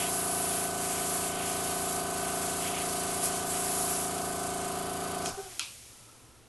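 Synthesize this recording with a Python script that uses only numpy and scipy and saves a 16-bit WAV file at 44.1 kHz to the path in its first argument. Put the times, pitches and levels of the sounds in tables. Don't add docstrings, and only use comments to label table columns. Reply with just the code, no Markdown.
import sys
import numpy as np
from scipy import signal
from scipy.fft import rfft, irfft, next_fast_len
from scipy.io import wavfile
from scipy.ndimage import map_coordinates

SR = 44100
rng = np.random.default_rng(int(sys.argv[2]) if len(sys.argv) > 2 else 0)


def rack_gain(trim_db):
    fader = np.asarray(trim_db, float)
    return 10 ** (fader / 20)


def transcribe(u):
    v = np.clip(np.atleast_2d(u).T, -1, 1)
    q = np.round(v * 32767).astype(np.int16)
    wavfile.write(sys.argv[1], SR, q)


N = 285760

PUMP_HZ = 27.922
SWITCH_OFF_S = 5.295
INTAKE_OPENS, INTAKE_SHARE = 0.65, 0.382

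# pitch_hz, level_db (per Hz)
NOZZLE = [(3000, -11.5), (4200, -9), (5400, -7), (6500, -3.5), (8000, 0), (10300, 2.5), (11500, 0.5),
          (12500, -4.5)]
# pitch_hz, level_db (per Hz)
SPLASH = [(900, -26), (1700, 0.5), (2200, 4), (3100, 4.5), (3600, 2.5), (4700, 2), (5800, -5),
          (7000, -11.5)]
# pitch_hz, level_db (per Hz)
EDGE_COLOUR = [(1500, -15), (2000, -2), (2600, 0.5), (3200, 1), (3900, -11), (6000, -21)]


def escaping_air(time):
    top_gain, body_gain, splash_gain, edge_gain = trigger(time)
    jet = rippled(nearby_echoes(hiss(NOZZLE, patchy_db=0.55)))
    top = coloured(jet, [(8800, -30), (9300, -9), (10000, 0)])
    body = jet - top
    nozzle = top_gain * rms_one(top) + body_gain * rms_one(body)
    spray = nearby_echoes(hiss(SPLASH, patchy_db=0.66))
    rush = coloured_noise(EDGE_COLOUR)
    return (nozzle + splash_gain * spray + edge_gain * rush) * powered(time)


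# start_s, end_s, start_level_db, end_level_db, body_db
SWEEPS = [
    (-.1, 0.68, -36, -36.5, -4),
    (0.79, 1.3, -36.5, -36.5, -3.0),
    (1.42, 2.018, -39, -38.5, -3.0),
    (2.12, 2.718, -44.5, -38.5, -1.1),
    (2.75, 3.43, -42.5, -45, 1.3),
    (3.473, 4.074, -36, -36, -2.2),
]
# time_s, level_db, half_length_s, body_db
SPITS = [
    (3.251, -30.5, 0.021, -3),
    (3.37, -41, 0.031, 0.5),
]
# time_s, level_db, half_length_s
EDGES = [(0.024, -37.5, 0.047), (.55, -47, 0.15), (.95, -46, 0.1), (1.42, -42.5, 0.12), (2.247, -48, 0.075),
         (2.67, -41, 0.048), (2.78, -39, 0.046), (3.556, -48, .03)]


def trigger(time):
    pull_s, ease_s = 0.095, 0.09
    idle_db, idle_body_db = -42, 0.4
    let_go_s, sag_db_per_s = 4.23, 4
    throb_share = 0.15
    splash_db, splash_idle_db = -49, -48

    sag_db = -sag_db_per_s * np.maximum(time - let_go_s, 0)
    throb = 1 + throb_share * (2 * inlet_open(time) - 1)
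    top = (throb * rack_gain(idle_db + sag_db)) ** 2
    body = top * rack_gain(idle_body_db) ** 2
    pulled = 0
    for start, end, from_db, to_db, body_db in SWEEPS:
        travel = np.clip(np.minimum((time - start) / pull_s, (end - time) / ease_s) + 0.5, 0, 1)
        flow = (travel * rack_gain(np.interp(time, [start, end], [from_db, to_db]))) ** 2
        top = top + flow
        body = body + flow * rack_gain(body_db) ** 2
        pulled = pulled + travel
    for s, db, half, body_db in SPITS:
        flow = (rack_gain(db) * bump(time, s, half)) ** 2
        top = top + flow
        body = body + flow * rack_gain(body_db) ** 2
    splash = rack_gain(splash_idle_db) ** 2 + (rack_gain(splash_db) * pulled) ** 2
    edge = sum((rack_gain(db - 1.5) * bump(time, s, half)) ** 2 for s, db, half in EDGES)
    return np.sqrt([top, body, splash, edge])


def hiss(spectrum, patchy_db):
    out, together = 0, drift(5.0)
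    white = [coloured(w, spectrum) for w in rng.standard_normal((2, N))]
    edges = np.geomspace(800, 14000, num=9)
    for k, (low, high) in enumerate(zip(edges, edges[1:])):
        band_pass = signal.butter(2, [low, high], "band", fs=SR, output="sos")
        band = signal.sosfilt(band_pass, white[k % 2])
        out = out + band * rack_gain(patchy_db * (0.83 * together + drift(10.0)))
    return rms_one(out)


def rippled(jet):
    lag_ms = 0.165 + 0.012 * drift(0.8)
    late = map_coordinates(jet, [np.arange(N) - lag_ms * SR / 1000], order=3, mode="nearest")
    return jet + rack_gain(-16) * late


# delay_ms, level_db
ECHOES = [(2.3, -17), (4.1, -16), (7.7, -16), (12.1, -17)]


def nearby_echoes(x):
    return rms_one(x + sum(rack_gain(db) * np.roll(x, round(ms * SR / 1000)) for ms, db in ECHOES))


# pitch_hz, width_hz, level_db
HOUSING = [(91.5, 49, -64.5), (165, 180, -62), (288, 180, -58.5), (390, 81, -56.5), (760, 100, -50.5),
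           (1004, 49, -53), (1270, 214, -48.5), (1620, 12, -62)]


def compressor(time):
    turn = PUMP_HZ * time
    drone = rack_gain(-44.5) * crank_orders(time)
    valves = valve_open(turn, 0.073, 0.387) + 0.5 * valve_open(turn, 0.556, 0.49)
    shaking = rng.standard_normal(N) * (0.5 + valves)
    rattle = sum((-1) ** i * rack_gain(db) * rms_one(ring(shaking, hz, 1.7 / width))
                 for i, (hz, width, db) in enumerate(HOUSING))
    return powered(time) * drone + powered(time) ** 0.13 * rattle


# order (multiple of the crank rate), level_db
PUMP_ORDERS = [(3, -11), (4, -14), (6, -4), (7, -6.5), (8, -9.5), (9, -12.5), (10, -4.5), (11, -9),
               (12, -14.5), (13, -7), (14, 0), (16, -8), (18, -13), (21, -9), (22, -12.5), (24, -1),
               (25, -1), (26, 1), (27, -12), (28, -8.5), (30, -12.5), (35, -9.5), (36, -11.5), (38, -12),
               (15, -14.5), (42, -10), (44, -12), (43, -13), (54, -6.5), (55, -14.5)]
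# up_to_hz, moment (share of a turn)
KNOCK_TIMING = [(90, 0.0), (170, .29), (200, .55), (310, .07), (480, .49), (620, .76), (730, .35),
                (815, .8), (930, .38)]


def crank_orders(time):
    orders = np.arange(1, 61)
    levels_db = -21 - 0.14 * orders
    for order, db in PUMP_ORDERS:
        levels_db[order - 1] = db
    tops_hz, shares = np.transpose(KNOCK_TIMING)
    part = np.searchsorted(tops_hz, orders * PUMP_HZ)
    scattered = rng.random(len(orders))
    timing = np.where(part < len(shares), shares[part % len(shares)], scattered)
    lags = np.cumsum(timing + rng.normal(0, 0.02, len(orders)))
    angle = np.linspace(0, 1, num=4097)
    phase = 2 * np.pi * (np.outer(orders, angle) - lags[:, None])
    lines = rack_gain(levels_db)[:, None] * np.sqrt(2) * np.cos(phase)
    turn = PUMP_HZ * time % 1
    out = np.interp(turn, angle, lines.sum(axis=0))
    for group in range(6):
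        weighted = orders[group::6] @ lines[group::6]
        out += 0.0035 * drift(1.3) * np.interp(turn, angle, weighted)
    return out


# crank_orders_added, level_db
MAGNETIC_PULL = [(0, -68), (1, -65), (10, -68), (15, -69), (20, -67), (23, -58), (24, -67), (26, -66),
                 (-26, -67), (-28, -65), (-30, -57), (-35, -66)]


def motor_hum(time):
    magnetic_hz = 119.9
    buzz_hz, buzz_width_hz, buzz_db, scatter_db = 1170, 190, -64.5, 2.0
    orders = np.arange(-64, 56)
    line_hz = np.abs(orders) * PUMP_HZ + np.sign(orders + 0.5) * magnetic_hz
    away = (line_hz - buzz_hz) / buzz_width_hz
    levels_db = buzz_db - 5 * away ** 2 + scatter_db * rng.standard_normal(len(orders))
    for order, db in MAGNETIC_PULL:
        levels_db[orders == order] = db
    levels_db[orders == -1] = -200
    angle = np.linspace(0, 1, num=4097)
    turns = np.outer(np.abs(orders), angle) + rng.random((len(orders), 1))
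    lines = rack_gain(levels_db)[:, None] * np.exp(2j * np.pi * turns)
    turn = PUMP_HZ * time % 1
    up = np.interp(turn, angle, lines[orders >= 0].sum(axis=0))
    down = np.interp(turn, angle, lines[orders < 0].sum(axis=0))
    pull = np.exp(2j * np.pi * magnetic_hz * time)
    below = rack_gain(-57.5) * np.exp(-2j * np.pi * PUMP_HZ * time)
    return powered(time) * np.sqrt(2) * np.real((up + below) * pull + down / pull)


# pitch_hz, level_db (per Hz)
INTAKE = [(1800, 4), (3000, -21), (4600, -4), (5600, -7), (7500, 0), (10000, 10), (12000, 6.5)]
# pitch_hz, width_hz, level_db
WHISTLES = [(3030, 140, -61.5), (4740, 230, -57.5), (6800, 200, -63)]


def intake(time):
    gasp = inlet_open(time)
    pipes = sum(rack_gain(db + 1.0 * drift(3.2)) * whistle(hz, width) for hz, width, db in WHISTLES)
    breath = rack_gain(-44.5) * rms_one(gasp * coloured(rng.standard_normal(N), INTAKE))
    return powered(time) * (breath + (0.6 + gasp) * pipes)


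# time_s, swell_db, brightness_db, half_length_s
LAST_STROKES = [
    (5.285, -60, -1, .011),
    (5.345, -60, 19, 0.022),
    (5.393, -34, -5.5, 0.02),
    (5.425, -55, 11, 0.019),
    (5.468, -46.5, 0, .022),
    (5.522, -54, 2, 0.021),
    (5.6, -61, -4, 0.041),
]
# pitch_hz, level_db, width_hz, roughness
CYLINDER = [(396, 0, 50, .15), (770, -3, 80, .6), (1200, -16, 80, 1.5), (1510, -12, 60, .6)]


def last_strokes(time):
    out = np.zeros(N)
    sag = 0.87 * np.clip(time - 5.43, 0, 0.3)
    stretched = np.cumsum(1 - sag) / SR
    for i, (hz, db, width, rough) in enumerate(CYLINDER):
        tone = rms_one(np.sin(2 * np.pi * hz * stretched) + rough * whistle(hz, width))
        swell = 0
        for s, blow_db, bright_db, half in LAST_STROKES:
            level_db = blow_db + db - 2.5 + bright_db * (i > 0)
            swell = swell + rack_gain(level_db) * np.exp(-np.clip((time - s) / half, -9, 9) ** 4)
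        out += swell * tone
    return out


# level_db, pitch_hz, width_hz, fade_s
SHUDDER = (-49, 120, 200, 0.14)


def shudder(time):
    db, hz, width, fade = SHUDDER
    since = time - SWITCH_OFF_S
    swell = np.clip(since / 0.02 + 1, 0, 1) * np.exp(-np.maximum(since, 0) / fade)
    return rack_gain(db) * swell * whistle(hz, width)


# time_s, peak_db, room_tail_db
SNAPS = [
    (5.259, -23, -24),
    (5.5948, -17, -16),
]
# pitch_hz, level_db, t60_s
SNAP_MODES = [(1360, -9, 0.053), (2500, -0.5, 0.018), (3210, -2, 0.034), (4070, 2, 0.01), (5200, 4, 0.0041),
              (6780, 5, 0.0084), (8900, 4, 0.0062), (10800, 6, 0.0044)]
# pitch_hz, level_db (per Hz)
TAIL = [(700, -2), (1350, -2.5), (1900, -13), (2500, 6.5), (3300, 1), (4800, 0), (7000, -6), (12000, -14)]


def snaps(time):
    out, echo, tail_t60_s = np.zeros(N), coloured_noise(TAIL), 0.36
    for s, peak_db, tail_db in SNAPS:
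        click = np.zeros(N)
        click[round(s * SR)] = rack_gain(peak_db - 8.5)
        out += sum((-1) ** i * rack_gain(db) * ring(click, hz, t60)
                   for i, (hz, db, t60) in enumerate(SNAP_MODES))
        since = np.maximum(time - s, 0)
        fade = rack_gain(peak_db + tail_db - 60 * since / tail_t60_s)
        out += fade * np.clip(since / 0.0014, 0, 1) * echo
    return above(out, 1060)


# pitch_hz, level_db (per Hz)
PUFF_COLOUR = [(1500, -14), (3500, -10), (5000, 4), (6500, 4), (8000, -2), (12000, -9)]
# pitch_hz, level_db (per Hz)
LEAK_COLOUR = [(900, -23), (1500, -6.5), (2400, 0.5), (4200, 0), (5700, 3), (8200, 2.5), (9200, 4),
               (12500, 2.5)]


def leak(time):
    vent_s, opens_s, puff_s = 5.27, 0.038, 0.04
    bleeds_from_s, bleed_db_per_s = 5.626, 20
    opened = np.clip((time - vent_s) / opens_s + 1, 0, 1)
    puff = rack_gain(-36) * np.exp(-np.maximum(time - vent_s, 0) / puff_s)
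    steady = rack_gain(-44 - bleed_db_per_s * np.maximum(time - bleeds_from_s, 0))
    return opened * (puff * coloured_noise(PUFF_COLOUR) + steady * coloured_noise(LEAK_COLOUR))


# time_s, level_db, half_length_s, pitch_hz, width_hz
SWISH = (5.53, -59, .03, 1950, 400)


def swish(time):
    s, db, half, hz, width = SWISH
    return rack_gain(db) * bump(time, s, half) * whistle(hz, width)


# pitch_hz, level_db (per Hz)
SIDE_TOP = [(8000, -60), (9300, -24), (10200, -7), (10900, -2), (11500, 0), (11800, -12)]


def side_hiss(time):
    return rack_gain(-59 + 5.3 * drift(15.0)) * powered(time) * coloured_noise(SIDE_TOP)


# pitch_hz, level_db (per Hz)
ROOM = [(20, -10), (110, -2.5), (150, -11.5), (300, -9), (1200, -18), (2200, -23), (4000, -25), (8000, -60)]
# pitch_hz, level_db
MAINS_HUM = [(116.6, -67.5)]
# pitch_hz, width_hz, level_db
FAR_WHIRR = [(1010, 120, -73), (1310, 70, -69.5)]
# start_s, end_s
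FAR_WHIRR_S = (5.88, 6.4)


def room_tone(time):
    rumble = rack_gain(-59) * coloured_noise(ROOM)
    hum = sum(rack_gain(db) * np.sqrt(2) * np.sin(2 * np.pi * hz * time) for hz, db in MAINS_HUM)
    start, end = FAR_WHIRR_S
    passing = np.clip(np.minimum(time - start, end - time) / 0.05, 0, 1) * rack_gain(2.5 * drift(14.0))
    whirr = sum(rack_gain(db) * whistle(hz, width) for hz, width, db in FAR_WHIRR)
    return rumble + hum + passing * whirr


# pitch_hz, level_db (per Hz)
DIFFUSE = [(20, -3), (60, -7), (150, -2), (400, -15.5), (800, -20), (1500, -31), (2100, -39), (4000, -80)]


def diffuse_rumble():
    return rack_gain(-68) * coloured_noise(DIFFUSE)


def powered(time):
    return np.exp(-np.maximum(time - SWITCH_OFF_S, 0) / 0.018)


def valve_open(turn, opens, share, edge=0.089):
    into = (turn - opens) % 1
    return np.clip(np.minimum(into, share - into) / edge + 0.5, 0, 1)


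def inlet_open(time):
    return valve_open(PUMP_HZ * time, INTAKE_OPENS, INTAKE_SHARE)


def bump(time, s, half):
    return np.exp(-0.5 * ((time - s) / half) ** 2)


def drift(rate):
    r = np.exp(-80 * np.pi * rate / SR)
    slow = signal.lfilter([1], [1, -2 * r, r * r], rng.standard_normal(N // 40 + 2002))[2000:]
    return np.interp(np.arange(N) / 40, np.arange(len(slow)), rms_one(slow))


def ring(clicks, hz, t60):
    r, w = rack_gain(-60 / (t60 * SR)), 2 * np.pi * hz / SR
    return signal.lfilter([0, np.sin(w)], [1, -2 * r * np.cos(w), r * r], clicks + 1e-18)


def whistle(hz, width):
    once = ring(rng.standard_normal(N), hz, 2.0 / width)
    return rms_one(ring(once, hz, 0.77 / width))


def coloured(x, spectrum):
    size = next_fast_len(N + 4096)
    hz = np.maximum(np.fft.rfftfreq(size, 1 / SR), 1)
    return irfft(rfft(x, size) * rack_gain(at_hz(spectrum, hz)), size)[:N]


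def coloured_noise(spectrum):
    return rms_one(coloured(rng.standard_normal(N), spectrum))


def at_hz(points, hz):
    table_hz, values = np.transpose(points)
    return np.interp(np.log(hz), np.log(table_hz), values)


def above(x, hz, order=4):
    return signal.sosfilt(signal.butter(order, hz, "high", fs=SR, output="sos"), x)


def rms_one(x):
    return x / np.sqrt(np.mean(x ** 2) + 1e-20)


def scene():
    time = np.arange(N) / SR
    snap = snaps(time)
    mid = escaping_air(time) + compressor(time) + motor_hum(time) + intake(time)
    mid += last_strokes(time) + shudder(time) + snap + leak(time) + swish(time) + room_tone(time)
    side = side_hiss(time) + diffuse_rumble()
    first_arrival = np.abs(time - SNAPS[-1][0]) < 0.005
    side += rack_gain(-16) * first_arrival * np.roll(snap, 9)
    return np.array([mid + side, mid - side])


def top_cut(x):
    return signal.sosfilt(signal.butter(12, 12720, fs=SR, output="sos"), x)


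# pitch_hz, level_db
TOP_CUT = [(11500, 0), (11850, -4), (12040, -14), (12150, -38), (12220, -75)]


def record(dry):
    mix = np.array([coloured(channel, TOP_CUT) for channel in dry])
    return top_cut(mix)


dry = scene()
out = record(dry)
transcribe(out)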